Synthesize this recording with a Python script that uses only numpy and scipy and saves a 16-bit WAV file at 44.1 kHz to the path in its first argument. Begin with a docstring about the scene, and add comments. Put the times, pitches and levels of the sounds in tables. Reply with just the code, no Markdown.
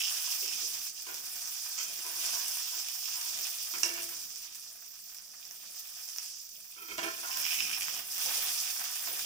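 """Patty frying in a steel pan

Close by in a small kitchen, a meat patty sizzles in a thin film of oil over a gas burner. Countless
steam bubbles burst under it, harder and coarser when it is pushed onto fresh hot metal, and fat spits.
A slotted metal spatula skids, scrapes under the meat and hits the wall, ringing its blade and the pan."""
import sys
import numpy as np
from scipy import signal
from scipy.fft import rfft, irfft, next_fast_len
from scipy.io import wavfile

SR = 44100
rng = np.random.default_rng(int(sys.argv[2]) if len(sys.argv) > 2 else 0)


def wrap_up_sound(samples):
    """Save the sound to the file named by the first command line argument, as 16-bit audio."""
    columns = np.atleast_2d(samples).T
    # keep every value between -1 and 1, then stretch to whole-number steps
    tamed = np.clip(columns, -1, 1)
    steps = np.round(tamed * 32767).astype(np.int16)
    wavfile.write(sys.argv[1], SR, steps)


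N = 407925


def from_db(db):
    """Decibels to gain."""
    return np.exp(np.asarray(db) * (np.log(10) / 20))


def rms_one(x):
    """Scale to rms 1."""
    return x / np.sqrt(np.mean(x ** 2) + 1e-20)


def energy_one(x):
    """Scale each channel to energy 1."""
    return x / np.sqrt(np.sum(x ** 2, axis=-1, keepdims=True) + 1e-20)


def automation(points):
    """A (t/s, value) curve at every sample."""
    return np.interp(np.arange(N) / SR, *np.transpose(points))


def on_bins(points, size):
    """A (f/Hz, value) curve on the bins of an FFT."""
    hz, value = np.transpose(points)
    return np.interp(np.log(np.arange(size // 2 + 1) * SR / size + 1), np.log(hz), value)


def response(points, size=4096):
    """Minimum-phase impulse response of a (f/Hz, level/dB) EQ curve."""
    cepstrum = irfft(np.log(from_db(on_bins(points, size))))
    cepstrum[1:size // 2] *= 2
    cepstrum[size // 2 + 1:] = 0
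    return irfft(np.exp(rfft(cepstrum)))


def through(x, impulse):
    """Convolve, keeping the length."""
    return signal.oaconvolve(x, impulse)[:len(x)]


def band(x, low_hz, high_hz, order=2):
    """Butterworth band-pass."""
    sos = signal.butter(order, [low_hz, min(high_hz, .45 * SR)], "band", fs=SR, output="sos")
    return signal.sosfilt(sos, x + 1e-18)


def drift(per_s):
    """Random modulation of rms 1."""
    knots = rng.standard_normal(int(N / SR * per_s) + 2)
    return rms_one(np.interp(np.arange(N) / SR * per_s, np.arange(len(knots)), knots))


def add(track, s, sound):
    """Mix a sound in at time s."""
    start = max(0, round(s * SR))
    track[start:start + len(sound)] += sound[:N - start]


def noise_tail(t60):
    """Noise of energy 1 that dies by 60 dB in t60 seconds."""
    t = np.arange(SR // 2) / SR
    return energy_one(rng.standard_normal(len(t)) * from_db(-60 * t / t60))


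def ring(force, modes):
    """Damped modes driven by one force; each mode's level sets its energy."""
    out = np.zeros(len(force))
    for hz, level_db, t60 in modes:
        radius, angle = np.exp(-np.log(1000) / (t60 * SR)), 2 * np.pi * hz / SR
        mode = signal.lfilter([1, 0, -1], [1, -2 * radius * np.cos(angle), radius ** 2], force + 1e-18)
        out += from_db(level_db) * energy_one(mode)
    return out


def crackle(per_s, spread_db):
    """Random clicks, many weak and a few strong, of even power whatever their rate."""
    chance = np.clip(per_s / SR, 1e-4, 1)
    strength = from_db(spread_db * np.minimum(rng.exponential(1, N), 5.5)) * rng.choice([-1, 1], N)
    return rms_one((rng.random(N) < chance) * strength / np.sqrt(chance))


def noise_bed(eq, side_db=-7, waver_db=0.0):
    """Coloured noise in narrow stereo, with an optional waver in level."""
    mid, side = (rms_one(through(rng.standard_normal(N), response(eq))) for _ in range(2))
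    return (mid + from_db(side_db) * side * [[1], [-1]]) * from_db(waver_db * drift(10))


# Tone of a burst inside the pan: f/Hz, level/dB
PAN_EQ = [(200, -23), (450, -42), (700, -18.5), (1300, -15.5), (2000, -13.5), (2800, -12), (4000, -13.5),
          (5300, 1.5), (6600, -4.5), (9800, -6), (11200, -9.5), (13500, -3.5), (14950, 6), (15800, -5)]
# Bubble sizes, large to finest spray: low f/Hz, high f/Hz, bursts per s, strength spread/dB,
# level/dB at mean vigour, dB per dB of vigour, dB per dB of splutter
BUBBLE_SIZES = [(446, 2130, 450, 2.5, -57.5, 0.9141, 0.94), (2326, 3930, 1100, 3, -52.5, 1.09, 0.5),
                (3690, 7620, 3400, 2.5, -42, 1, -0.22), (8260, 12000, 2700, 4, -48, 0.9845, 0.3),
                (11970, 15320, 6000, 4, -46, 0.77, 0.5)]


def sizzle(vigour_db, splutter_db, spot_count=4):
    """Steam bubbles burst around the pan, a band per size; snaps across all bands sink as vigour rises."""
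    snaps = from_db(-7 - 0.23 * np.maximum(vigour_db, 0)) * crackle(per_s=400, spread_db=4.5)
    cluster_db = 0.13 * drift(110)   # bubbles burst in small clusters
    spot_of = rng.integers(0, spot_count, N)
    colour, spots = response(PAN_EQ, size=1024), np.zeros((spot_count, N))
    for low_hz, high_hz, per_s, spread_db, level_db, by_vigour, by_splutter in BUBBLE_SIZES:
        clicks = crackle(per_s * from_db(0.85 * vigour_db), spread_db) + snaps   # harder means denser
        clicks = rms_one(clicks * from_db(cluster_db + 1.55 * drift(35)))
        clicks *= from_db(level_db + by_vigour * vigour_db + by_splutter * splutter_db)
        burst = energy_one(band(colour, low_hz, high_hz, order=3))
        for k in range(spot_count):
            spots[k] += through(clicks * (spot_of == k), burst)
    return sum(kitchen(spot, room_db=-3.0, echo_db=2.5) for spot in spots)   # each has its own echoes


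# Body of the simmer: f/Hz, level/dB
SIMMER_EQ = [(25, 2.5), (45, -6), (100, -3.5), (190, 1.5), (330, -0.5), (500, -0.5), (680, 9),
             (1000, -17.5), (2000, -10)]


def simmer(vigour_db, splutter_db):
    """A dull, wavering simmer under the meat rides the vigour and the splutter."""
    return from_db(-72.5 + 0.52 * vigour_db + splutter_db) * noise_bed(SIMMER_EQ, waver_db=5.0)


# Tone of the gas flame: f/Hz, level/dB
BURNER_EQ = [(20, -21), (40, 11.5), (70, 1), (110, -5), (160, -6), (195, 7), (225, -8), (300, -6),
             (450, -5), (1000, -22), (3000, -19)]


def burner():
    """The gas burner lays a low, steady rush under everything."""
    return from_db(-76.5) * noise_bed(BURNER_EQ)


# Dense, short resonances of metal on metal, for grit, ticks and clatter: f/Hz, level/dB
METAL_EQ = [(120, -47), (330, -24), (700, 5.5), (1500, 3), (2800, 5), (4000, -7), (5500, 9), (7500, 10.5),
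            (15000, -39)]
# Modes of the rubbed pan floor: f/Hz, level/dB, t60/s
HISS_MODES = [(5150, -2, .025), (5230, 0, .03), (5355, -1, .03), (5495, 1, .028)]
# Modes of the scraping edge: multiple of the rasp's pitch, level/dB, t60/s
EDGE_MODES = [(.93, 0, 0.01), (1.0, 1, 0.014), (1.1, 1, 0.0088)]
# The blade shoves under the patty or presses on it:
# t/s, length/s, level/dB, rasp f/Hz, hiss over rasp/dB
SHOVE_CUES = [(0, 0.088, -37, 2920, 0), (0.137, 0.19, -47, 2800, -10), (0.427, 0.11, -44.5, 2680, 5),
              (2.208, 1, -54, 2960, 7.5), (6.19, 0.14, -61.5, 2920, 3), (7.307, 0.15, -45.5, 2650, 4),
              (7.45, 0.21, -38, 2600, -1.5), (7.684, 0.091, -46, 2650, 2.5), (7.725, .012, -40, 2550, 1),
              (7.808, 0.19, -48.5, 2830, 2.5)]


def scraping(attack_s=0.0033, release_s=0.021, judder_db=3.0, grit_db=-16):
    """The edge sticks and slips on the crust: a rasp pitched by blade angle, pan-floor hiss, dry grit."""
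    out, t = np.zeros(N), np.arange(N) / SR
    slips = crackle(per_s=700, spread_db=2.5) * from_db(judder_db * np.tanh(drift(70)))
    hiss = rms_one(band(ring(slips, HISS_MODES), 4140, 10400))
    grit = rms_one(band(through(slips, response(METAL_EQ)), 1200, 15000))
    for s, length_s, level_db, rasp_hz, hiss_db in SHOVE_CUES:
        pressure = np.clip((t - s) / attack_s, 0, 1) * np.exp(-np.maximum(t - s - length_s, 0) / release_s)
        modes = [(rasp_hz * multiple, db, t60) for multiple, db, t60 in EDGE_MODES]
        rasp = rms_one(band(ring(slips, modes), 1900, 3600))
        out += from_db(level_db) * pressure * (rasp + from_db(hiss_db) * hiss + from_db(grit_db) * grit)
    return kitchen(out, room_db=-4.5)


# The edge catches: t/s, dry peak/dB, centre f/Hz
CATCH_CUES = [(0.007, -19, 3300), (0.517, -28, 2600), (0.527, -27, 2600), (7.452, -22, 2500),
              (7.4648, -15, 2500), (7.531, -20, 2100), (7.6057, -19, 2500), (7.7133, -19, 2400),
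              (7.8092, -17, 3100), (7.8207, -17, 2800), (7.826, -23, 2600), (7.883, -23, 1700),
              (7.941, -23, 4500), (9.0737, -24, 2600)]


def catches(width_ratio=1.62, ring_db=-13):
    """The edge snaps free of the crust: one metal tick, damped at once by the meat."""
    out, colour = np.zeros(N), response(METAL_EQ)
    for s, peak_db, hz in CATCH_CUES:
        tick = band(colour, hz / width_ratio, hz * width_ratio)
        tick += from_db(ring_db) * through(tick, noise_tail(t60=0.008))
        add(out, s, from_db(peak_db) * tick / np.abs(tick).max())
    return kitchen(out, room_db=-3.0, echo_db=-9.0)


# Featured spits of fat: t/s, level/dB before the trim
SPIT_CUES = [(0.099, -30), (0.387, -28), (0.6165, -20), (1.4555, -20), (4.8625, -31), (5.168, -29),
             (5.1835, -25.5), (5.4513, -28), (5.5093, -24), (6.087, -21.5), (6.1603, -21.5), (6.1835, -14),
             (6.4347, -41.5), (8.7948, -20), (8.9553, -20)]


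def spits(vigour_db, strays_per_s=1.6, stray_db=-36, snap_hz=5590, width_ratio=1.09, trim_db=-5):
    """Water drops burst out of the fat, on cue and at random: a bright snap over a fainter, lower pop."""
    out, colour = np.zeros(N), response(PAN_EQ)
    pop = band(colour, 420, 2600)
    stray_samples = np.flatnonzero(rng.random(N) < strays_per_s / SR)
    strays = [(i / SR, stray_db + vigour_db[i]) for i in stray_samples]
    for s, level_db in list(SPIT_CUES) + strays:
        hz = snap_hz * np.exp(0.032 * rng.standard_normal())
        snap = band(colour, hz / width_ratio, hz * width_ratio)
        spit = snap / np.abs(snap).max() + 0.52 * pop / np.abs(pop).max()
        add(out, s + 0.00098, from_db(level_db + trim_db) * spit)
    return kitchen(out, room_db=-4, echo_db=-4)


# Ring of the pan wall, pan floor and spatula blade: f/Hz, level/dB, t60/s
WALL_RING = [(340, 5, 0.5), (660, 4.5, 0.45), (1748, -5, 0.25), (1772, 1, 0.45), (1800, -6, .15),
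             (2257, -2.5, 0.43), (2430, -11, .4), (2737, -1.5, 0.38), (2775, -3.5, 0.18), (3946, -9, 0.42),
             (4560, -11, .35), (5243, -3, 0.27), (5470, -3, 0.3), (5535, -3, 0.33), (5635, -4.5, 0.27),
             (5690, -3.5, 0.25), (5757, -3, .3), (6376, -12, 0.38)]
FLOOR_RING = [(782, -3, 0.45), (1047, -1, 0.33), (1426, -4, 0.3), (1577, -1, 0.46), (1771, -3, .35)]
BLADE_RING = [(335, 4, 0.3), (412, -1.5, 0.3), (1015, -6, 0.25), (1340, 2, 0.6), (1368, -7, 0.14),
              (2196, -5, 0.16), (2260, -3, .2), (2430, -2, 0.31), (2541, -3, 0.28), (2611, -8, 0.3),
              (3120, -7, .08), (3160, -2, 0.27), (3580, -11, 0.2), (4375, -3, .25)]
# Spatula hits and skids: t/s, clatter/dB, wall/dB, floor/dB, blade/dB, thud/dB, contact centre f/Hz,
# mode roll-off from that centre/(dB per octave), chatter decay/s
TOUCH_CUES = [(0.274, -11, -39, -36, -43, -82, 965, 9, 0.013),
              (1.066, -7.5, -33, -19, -32, -58, 1980, 4.5, 0.037),
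              (1.779, -4, -39, -18, -10.5, -65, 3320, 13, 0.053),
              (2.045, -4, -20, -34, -29, -59, 1200, 9, 0.28),
              (2.329, -4.5, -32, -38, -37, -65, 1190, 9, 0.05),
              (2.73, -12.5, -32, -36, -41, -65, 1130, 10, 0.016),
              (3.151, -9, -29, -33, -31, -73, 1360, 8, 0.13),
              (3.738, -6.5, -36, -32, -16.5, -59, 1970, 7.5, 0.019),
              (3.831, -2, -22, -27, -28, -57, 1500, 6, 0.01),
              (3.8335, -9, -0.5, -30, -28, -58, 5700, 7, 0.004),
              (3.854, -5.5, -10.5, -30, -30, -55, 2000, 5, 0.073),
              (3.976, -9, -14, -32, -34, -61, 1900, 6, 0.012),
              (4.113, -15, -38, -43, -33, -73, 1970, 6, 0.028),
              (6.762, -22, -47, -45, -15, -67, 1570, 7.5, 0.23),
              (6.885, -13.5, -41, -29, -16.5, -57, 2160, 5, 0.052),
              (6.981, -0.5, -13, -14.5, -14, -56, 1750, 4, 0.055),
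              (7.03, -5, -12, -13, -10, -57, 1400, 4, 0.04), (7.23, -5, -18, -10, -20, -78, 1300, 13, 0.14),
              (9.073, -6, -23, -30, -41, -57, 1280, 9.5, 0.01)]


def spatula(slips_per_s=900, first_blow=1.97, flutter_db=2.2):
    """A blow and a fading run of slips drive a short clatter and ring the wall, floor and blade."""
    rings, contacts = np.zeros((2, N))
    t = np.arange(SR * 3 // 4) / SR
    for s, clatter_db, wall_db, floor_db, blade_db, _, centre_hz, rolloff_db, chatter_s in TOUCH_CUES:
        slipping = rng.random(len(t)) < slips_per_s / SR
        slips = slipping * rng.standard_normal(len(t)) * np.exp(-t / chatter_s)
        slips[0] = first_blow
        add(contacts, s, from_db(clatter_db) * band(energy_one(slips), centre_hz * 0.42, centre_hz * 2.07))
        for modes, part_db in ((WALL_RING, wall_db), (FLOOR_RING, floor_db), (BLADE_RING, blade_db)):
            driven = [(hz, part_db + db - rolloff_db * abs(np.log2(hz / centre_hz)), t60)
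                      for hz, db, t60 in modes]
            add(rings, s, ring(slips, driven))
    rings *= from_db(flutter_db * drift(90))   # loose contact roughens the ring
    ringing = kitchen(rings, room_db=-9)
    crack = through(contacts, response(METAL_EQ))
    clatter = 0.45 * crack + through(crack, noise_tail(t60=0.055))
    return ringing + kitchen(clatter, room_db=1.0)


def thumps(cues, attack_s, t60):
    """A dull, damped burst of noise for each (t/s, level/dB, centre f/Hz) cue."""
    out, t = np.zeros(N), np.arange(SR) / SR
    envelope = np.minimum(t / attack_s, 1) * from_db(-60 * t / t60)
    for s, level_db, hz in cues:
        rumble = rms_one(band(rng.standard_normal(len(t)), hz / 1.4, hz * 1.37))
        add(out, s, from_db(level_db) * rumble * envelope)
    return out


def pan_thuds(centre_hz=415):
    """Every hit or skid of the spatula also jolts the pan on its grate."""
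    cues = [(s, thud_db, centre_hz) for s, _, _, _, _, thud_db, *_ in TOUCH_CUES]
    return thumps(cues, attack_s=0.0059, t60=0.64)


# The meat lands: t/s, level/dB, centre f/Hz
FLOP_CUES = [(0.41, -51, 366), (0.615, -57.5, 403), (1.975, -62, 350), (8.22, -60, 410), (8.25, -43.5, 765),
             (8.35, -50, 690)]


def patty_flops():
    """The patty flops over or slumps against the wall with a soft thump."""
    return thumps(FLOP_CUES, attack_s=0.01, t60=0.37)


# Rumble of the grate and stove top: f/Hz, level/dB
GRATE_EQ = [(20, -12), (50, 1), (90, -8), (140, -5), (200, 1), (280, -6), (500, -12.5), (2000, -60)]
# The pan is pushed: t/s, level/dB
SHIFT_CUES = [(0.52, -62.5), (1.12, -65.5), (2.122, -68), (3.75, -65), (3.899, -63), (6.9, -60),
              (7.569, -57.5), (8.25, -59.5)]


def pan_shifts(t60=2.94):
    """The pushed pan shifts on its grate and the stove top rumbles for a second."""
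    out, t = np.zeros(N), np.arange(SR) / SR
    for s, level_db in SHIFT_CUES:
        rumble = rms_one(through(rng.standard_normal(len(t)), response(GRATE_EQ)))
        add(out, s, from_db(level_db) * rumble * from_db(-60 * t / t60))
    return out


def kitchen(x, room_db, echo_db=None):
    """Mono to stereo: direct sound, a short room tail and, with echo_db, quick echoes off the pan wall."""
    impulses = []
    for _ in range(2):
        impulse = from_db(room_db) * band(noise_tail(t60=0.26), 340, 18700, order=1)
        if echo_db is not None:
            impulse += from_db(echo_db) * band(noise_tail(t60=0.081), 480, 20200, order=1)
        impulse[0] += 1
        impulses.append(energy_one(impulse))
    return signal.fftconvolve([x], impulses, axes=1)[:, :N]


# How hard the meat fries; only the swing about the mean counts: t/s, level/dB
VIGOUR_CURVE = [(0.0, -38.5), (0.23, -38.5), (0.86, -42), (0.92, -49.5), (1.23, -45), (1.32, -44),
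                (1.65, -44), (2.13, -42.5), (2.24, -38), (3.0, -43), (3.25, -40.5), (3.75, -42.5),
                (4.17, -45), (4.27, -47.5), (4.77, -53.5), (5.33, -54), (6.0, -47.5), (6.13, -48.5),
                (6.26, -46.5), (6.47, -53.5), (6.8, -53.5), (7.5, -39), (7.96, -43), (8.05, -47),
                (8.2, -37.5), (8.37, -37), (8.62, -38.5), (8.85, -42), (9.09, -42), (9.15, -40.5),
                (9.25, -41.5)]
# The wet meat's coarse splutter dips twice, builds up towards the flip and stays strong: t/s, level/dB
SPLUTTER_CURVE = [(0, 1), (0.85, 0), (0.91, -4.5), (1.05, 0.5), (1.12, 1.5), (2.1, 1), (3.5, 1), (4.3, 0.5),
                  (6.18, 0), (6.28, -6), (6.75, 2), (7.3, 3), (8.08, 5), (8.18, 4.5), (9.25, 5.5)]


def scene():
    """The stereo mix: frying and spatula work over a bed of simmer and burner."""
    vigour_db, splutter_db = automation(VIGOUR_CURVE), automation(SPLUTTER_CURVE)
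    vigour_db -= vigour_db.mean()
    bed = simmer(vigour_db, splutter_db) + burner()
    fat = spits(vigour_db)
    metal = spatula() + catches() + scraping()
    knocks = kitchen(pan_thuds() + patty_flops() + pan_shifts(), room_db=3.0)
    return sizzle(vigour_db, splutter_db) + bed + fat + metal + knocks


# Balance of the two microphone ports: f/Hz, left minus right/dB
STEREO_BALANCE = [(300, -7.5), (620, 2.5), (1400, -10.5), (1950, -4.5), (2400, -11), (3500, -5),
                  (5300, -13), (7000, 0.5), (8600, 6), (10000, 6), (13000, -0.5), (15000, -7.5)]
# Phase between the channels; right trails in the lows and mids, in step above 6 kHz: f/Hz, phase/rad
STEREO_PHASE = [(60, 0), (300, .25), (800, 1.3), (1300, 2.4), (2100, 3.2), (3300, 6.2), (4300, 10),
                (5100, 13.2), (6000, 12.57), (16000, 12.57)]


def record(dry, cutoff_hz=16000):
    """The channels differ in colour and, below 6 kHz, in phase; a steep filter cuts the top."""
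    size = next_fast_len(N + 1024)
    left = from_db(on_bins(STEREO_BALANCE, size))
    right = np.exp(-1j * on_bins(STEREO_PHASE, size))
    ports = np.array([left, right]) * np.sqrt(2 / (1 + left ** 2))   # constant total power
    heard = irfft(rfft(dry, size) * ports, size)[:, :N]
    return signal.sosfilt(signal.ellip(12, .1, 80, cutoff_hz, fs=SR, output="sos"), heard)


dry = scene()
out = record(dry)
wrap_up_sound(out)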